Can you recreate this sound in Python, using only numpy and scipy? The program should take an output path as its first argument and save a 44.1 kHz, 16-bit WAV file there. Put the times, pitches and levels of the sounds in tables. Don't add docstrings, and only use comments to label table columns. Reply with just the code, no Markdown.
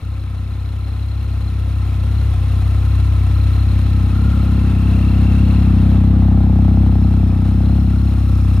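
import sys
import numpy as np
from scipy import signal
from scipy.fft import rfft, irfft, next_fast_len
from scipy.io import wavfile
from scipy.ndimage import uniform_filter1d, minimum_filter1d

SR = 44100
rng = np.random.default_rng(int(sys.argv[2]) if len(sys.argv) > 2 else 0)


def transcribe(u):
    v = np.clip(np.atleast_2d(u).T, -1, 1)
    q = np.round(v * 32767).astype(np.int16)
    wavfile.write(sys.argv[1], SR, q)


N = 379260
TIME = np.arange(N) / SR

# t/s, firing rate/Hz
IDLE_SPEED = [(0.0, 32.74), (0.28, 32.18), (1.14, 33.27), (1.94, 32.3), (2.24, 33.86), (2.35, 31.69),
              (2.93, 33.11), (3.13, 32.04), (3.5, 32.88), (4.11, 32.3), (4.26, 33.58), (4.89, 32.53),
              (5.57, 33.58), (5.77, 30.91), (5.78, 32.73), (7.19, 32.75), (7.31, 30.95), (7.63, 33.58),
              (8.18, 33.19), (8.6, 31.67)]
# t/s, distance from the tailpipes/m, bearing/degrees (0 behind, 90 on its right)
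PHONE_PATH = [(0, 2.53, 79.5), (0.9, 2.15, 77.5), (2.3, 1.02, 84.5), (3.2, 0.86, 83.5), (4.0, 0.93, 61.5),
              (4.5, 0.97, 45), (5.5, 0.77, 29), (6.3, 0.6, 0), (7.1, 0.86, -27.5), (7.7, 0.9, -28.5),
              (8.2, 0.98, -43.5), (8.6, 0.79, -54)]
# boom level/dB, puff level/dB
CYLINDERS = [(-.2, -4), (-.1, -2), (.3, 0)]
# f/Hz, level/dB
PIPE_RESPONSE = [(20, -93), (33, -28), (46, -18), (57, -4.5), (66, 4.5), (98, 2.9), (131, -9), (165, -14.5),
                 (197, -11.5), (230, -11.5), (263, -12), (297, -15), (328, -18.5), (365, -32.5),
                 (480, -50.5)]
# f/Hz, level/dB
PUFF_COLOUR = [(200, -18), (400, -9), (510, -3), (600, -7), (730, 2.5), (820, .5), (1000, -12), (1400, -24),
               (4000, -45)]
# loudest place in the firing cycle/0-1, swing/dB, casing mode f/Hz, width/Hz
MESH_HARMONICS = [(0.84, 5, 1166, 370), (0.46, 5, 2697, 280), (0.44, 23, 4132, 68), (0.49, 4, 5180, 310)]
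# level at 1 m on the axis/dB, axis bearing/degrees, half width/degrees, loss off the axis/dB
MESH_BEAMS = [(-39, 52.5, 7.7, 6.3), (-43, 34, 10.3, 8.4), (-48.5, 71.5, 9, 7.4), (-58, -62, 54, 6)]
# place in the cam turn/0-1, centre f/Hz, width/Hz, decay/s, level before ringing/dB
TICKS = [(.100, 14000, 2200, .002, -9.5), (.425, 14000, 3000, .002, -7), (.780, 14500, 2500, .002, -10),
         (.225, 10500, 7000, .005, -16), (.560, 10500, 7000, .005, -16), (.880, 10500, 7000, .005, -20),
         (.040, 2250, 200, .003, 1), (.375, 3750, 260, .003, -4), (.690, 2450, 220, .003, 1)]
# f/Hz, level/dB
WHIRR_COLOUR = [(120, 14.5), (380, 4), (600, 2.5), (900, -7), (1250, -5), (1550, -9), (2700, -17),
                (3000, -15.5), (4100, -13), (4600, -19.5), (6300, -18.5), (8200, -22), (10000, -15.5),
                (15500, -33)]
# f/Hz, width/Hz, level/dB
CASE_MODES = [(500, 79, -16.5), (691, 79, 1), (1770, 170, -20), (2110, 200, -30)]
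# f/Hz, left minus right level/dB
PORT_LEAN = [(60, 1), (110, 3), (200, 2.5), (500, 3), (1200, 0.5), (2200, 2), (4400, 9), (8000, 7),
             (14000, -3.5)]
# f/Hz, relative side level/dB
PORT_WIDTH = [(60, -50), (250, -31), (500, -13), (1000, -5.2), (2000, -4), (4000, -4), (8000, -2),
              (14000, -3)]

CAM_START = .0256
FIRING_PLACE = .755
GEAR_TEETH = 60
HUNT_FIRINGS, HUNT_HZ = .01, 5
ENGINE_AHEAD_M = 0.88
BOOM_DB = -13
RASP_DB = -11.25

# level at 1 m on the axis/dB, axis bearing/degrees, half width/degrees, loss off the axis/dB
BARK_BEAM = (-20.0, 3.5, 67.5, 28)
PUFF_BEAM = (-40.7, -11, 24, 16)
WHIRR_BEAM = (-27.5, 19, 39, 4.5)
CLATTER_BEAM = (-43.5, 42.5, 51, 3.5)
SIZZLE_BEAM = (-52.5, 65, 46, -0.5)
CLUTCH_BEAM = (-49, 73, 58, 20)
LEFT_COVER_BEAM = (-48.5, -61, 28, 14)

SHADE_BEARING_DEG, SHADE_WIDTH_DEG = -8.5, 22.4
SHADE_CLATTER_DB, SHADE_SIZZLE_DB, SHADE_GEAR_DB = 3, 7, 5.5
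LIMIT_DB, LIMIT_S = -1.0, .06
TOP_HZ = 15750


def undb(db):
    return 10 ** (np.asarray(db) / 20)


def unit(x):
    return x / np.sqrt(np.mean(x ** 2))


def curves(table):
    s, *columns = np.transpose(table)
    return [np.interp(TIME, s, column) for column in columns]


def gains(points, hz):
    f, db = np.transpose(points)
    return undb(np.interp(np.log(np.maximum(hz, 1)), np.log(f), db))


def shape(x, response):
    size = next_fast_len(N + SR, real=True)
    f = np.arange(size // 2 + 1) * SR / size + 1e-9
    return irfft(rfft(x, size) * response(f), size)[..., :N]


def causal(gain):
    cepstrum = irfft(np.log(gain + 1e-9))
    half = len(cepstrum) // 2
    folded = np.r_[cepstrum[0], 2 * cepstrum[1:half], np.zeros(half)]
    return np.exp(rfft(folded))


def resonance(f, hz, width):
    return 1 / (1 + 1j * (f / hz - hz / f) * hz / width)


def split(x, hz, order=16):
    low = shape(x, lambda f: 1 / (1 + (f / hz) ** order))
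    return low, x - low


def walk(rate):
    return unit(shape(rng.standard_normal(N), lambda f: np.exp(-(f / rate) ** 2)))


def passes(phase):
    turns = np.arange(np.ceil(phase[0]), phase[-1])
    return np.interp(turns, phase, TIME), turns.astype(int)


def pulses(times, sizes):
    return np.bincount(np.clip(times * SR, 0, N - 1).astype(int), sizes, N)


def bursts(train, decay):
    envelope = signal.lfilter([1], [1, -np.exp(-1 / (decay * SR))], train)
    return envelope * rng.standard_normal(N)


def off_axis(bearing, axis_deg, width_deg):
    return 1 - 1 / (1 + ((bearing - axis_deg) / width_deg) ** 4)


def heard(beam, metres, bearing):
    db, axis_deg, width_deg, loss_db = beam
    return db - 20 * np.log10(metres) - loss_db * off_axis(bearing, axis_deg, width_deg)


def exhaust(cam, boom_db, bark_db, puff_db):
    times, turn = passes(len(CYLINDERS) * cam - FIRING_PLACE)
    cylinder_db, spit_db = np.array(CYLINDERS)[turn % len(CYLINDERS)].T
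    force, jitter, spit = rng.standard_normal((len(times), 3)).T
    times = times + 0.00019 * jitter
    firings = pulses(times, undb(cylinder_db + .5 * force))
    pipes = shape(firings, lambda f: causal(gains(PIPE_RESPONSE, f) / (1 + (f / 560) ** 6)))
    pipes = shape(pipes, lambda f: 1 - 2 * resonance(f, hz=226.5, width=55))
    boom, front = split(pipes, 147)
    bark, rasp = split(front, 223.0)
    bark = bark * undb(0.15 * (bark_db.max() - bark_db) * walk(4.8))
    rasp_db = .5 * (bark_db + boom_db) + RASP_DB
    spits = pulses(times, undb(spit_db + .55 * (force + spit)))
    gas = unit(spits) + .13 * unit(bursts(spits, decay=.003))
    puff = unit(shape(gas, lambda f: causal(gains(PUFF_COLOUR, f))))
    tone = unit(boom) * undb(boom_db) + unit(bark) * undb(bark_db) + unit(rasp) * undb(rasp_db)
    return tone + puff * undb(puff_db)


def primary_gear(cam, firing_hz, mesh_db, ripple=0.055, flutter=0.015):
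    stroke = len(CYLINDERS) * cam
    surge = ripple * undb(1.7 * walk(13.9)) * np.cos(2 * np.pi * (stroke - .66))
    speed = 1 + surge + flutter * walk(305.7)
    crank_hz = 2 * firing_hz / len(CYLINDERS) * speed
    angle = 2 * np.pi * GEAR_TEETH * np.cumsum(crank_hz) / SR
    out = 0
    for k, ((place, swing_db, hz, width), db) in enumerate(zip(MESH_HARMONICS, mesh_db), 1):
        swell_db = swing_db * np.cos(2 * np.pi * (stroke - place)) + 2.6 * walk(70)
        tone = np.sin(k * angle) * undb(swell_db)
        ringing = signal.lfilter(*signal.iirpeak(hz, hz / width, fs=SR), tone)
        out = out + unit(ringing) * undb(db)
    return out


def valve_train(cam):
    out = 0
    for place, hz, width, decay, db in TICKS:
        times, _ = passes(cam - place)
        force, jitter = rng.standard_normal((len(times), 2)).T
        strikes = bursts(pulses(times + 0.0002 * jitter, undb(db + 1.6 * force)), decay)
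        out = out + signal.lfilter(*signal.iirpeak(hz, hz / width, fs=SR), strikes)
    return out


def chain(cam, grain_db=2.0, throb_db=0.1):
    load_db = throb_db * np.cos(2 * np.pi * (len(CYLINDERS) * cam - .7)) + 1.3 * walk(90)
    contacts = rng.standard_normal(N) * undb(load_db + grain_db * walk(1900))

    def cases(f):
        return sum(undb(db) * resonance(f, hz, width) for hz, width, db in CASE_MODES)

    return shape(contacts, lambda f: causal(gains(WHIRR_COLOUR, f)) + cases(f))


def block(cam, whirr_db, clatter_db, sizzle_db):
    whirr, high = split(chain(cam) + valve_train(cam), 1690, order=8)
    clatter, sizzle = split(high, 4370, order=8)
    return unit(whirr) * undb(whirr_db) + unit(clatter) * undb(clatter_db) + unit(sizzle) * undb(sizzle_db)


def side_cover(cam, cover_db, hz, width, swing_db=3):
    rattle_db = swing_db * np.cos(2 * np.pi * (len(CYLINDERS) * cam - .75))
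    rattle = rng.standard_normal(N) * undb(rattle_db)
    return unit(shape(rattle, lambda f: resonance(f, hz, width) ** 2)) * undb(cover_db)


def engine(cam, firing_hz, metres, bearing):
    shade = 1 - off_axis(bearing, SHADE_BEARING_DEG, SHADE_WIDTH_DEG)

    def level(beam, shade_db=0):
        return heard(beam, metres, bearing) - shade_db * shade

    return (block(cam, level(WHIRR_BEAM), level(CLATTER_BEAM, SHADE_CLATTER_DB), level(SIZZLE_BEAM, SHADE_SIZZLE_DB))
            + primary_gear(cam, firing_hz, [level(beam, SHADE_GEAR_DB) for beam in MESH_BEAMS])
            + side_cover(cam, level(CLUTCH_BEAM), hz=1040, width=100)
            + side_cover(cam, level(LEFT_COVER_BEAM), hz=1130, width=230))


def forecourt(x, t60=0.093):
    t = TIME[:SR // 2]
    decay = np.exp(-np.log(1000) * t / t60)
    tail = rng.standard_normal((2, len(t))) * decay * (t > .004)
    tail /= np.sqrt(np.sum(tail ** 2, axis=1, keepdims=True))
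    _, upper = split(x, 310, order=6)
    return signal.fftconvolve(upper[None], tail, axes=1)[:, :N]


def ports(x, second_draw):
    direct_side = shape(x, lambda f: .55j * gains(PORT_WIDTH, f))
    loose_side = .72 * shape(second_draw, lambda f: gains(PORT_WIDTH, f))
    lean = shape(x, lambda f: (gains(PORT_LEAN, f) - 1) / (gains(PORT_LEAN, f) + 1))
    return x + (direct_side + loose_side + lean) * np.array([[1], [-1]])


def scene():
    firings = np.cumsum(curves(IDLE_SPEED)[0]) / SR + HUNT_FIRINGS * walk(HUNT_HZ)
    firing_hz = np.gradient(firings) * SR
    cam = CAM_START + firings / len(CYLINDERS)
    metres, bearing = curves(PHONE_PATH)
    engine_metres = np.hypot(metres, ENGINE_AHEAD_M)
    first_draw, second_draw = (engine(cam, firing_hz, engine_metres, bearing) for _ in range(2))
    boom_db = BOOM_DB - 20 * np.log10(metres)
    bark_db, puff_db = (heard(beam, metres, bearing) for beam in (BARK_BEAM, PUFF_BEAM))
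    bike = exhaust(cam, boom_db, bark_db, puff_db) + first_draw
    return ports(bike, second_draw) + undb(-12) * forecourt(bike)


def record(dry):
    size = int(LIMIT_S * SR)
    needed = np.minimum(1, undb(LIMIT_DB) / (np.abs(dry).max(axis=0) + 1e-9))
    gain = uniform_filter1d(minimum_filter1d(needed, size), size)
    top_cut = signal.ellip(10, .2, 80, TOP_HZ, fs=SR, output="sos")
    return signal.sosfilt(top_cut, dry * gain)


dry = scene()
out = record(dry)
transcribe(out)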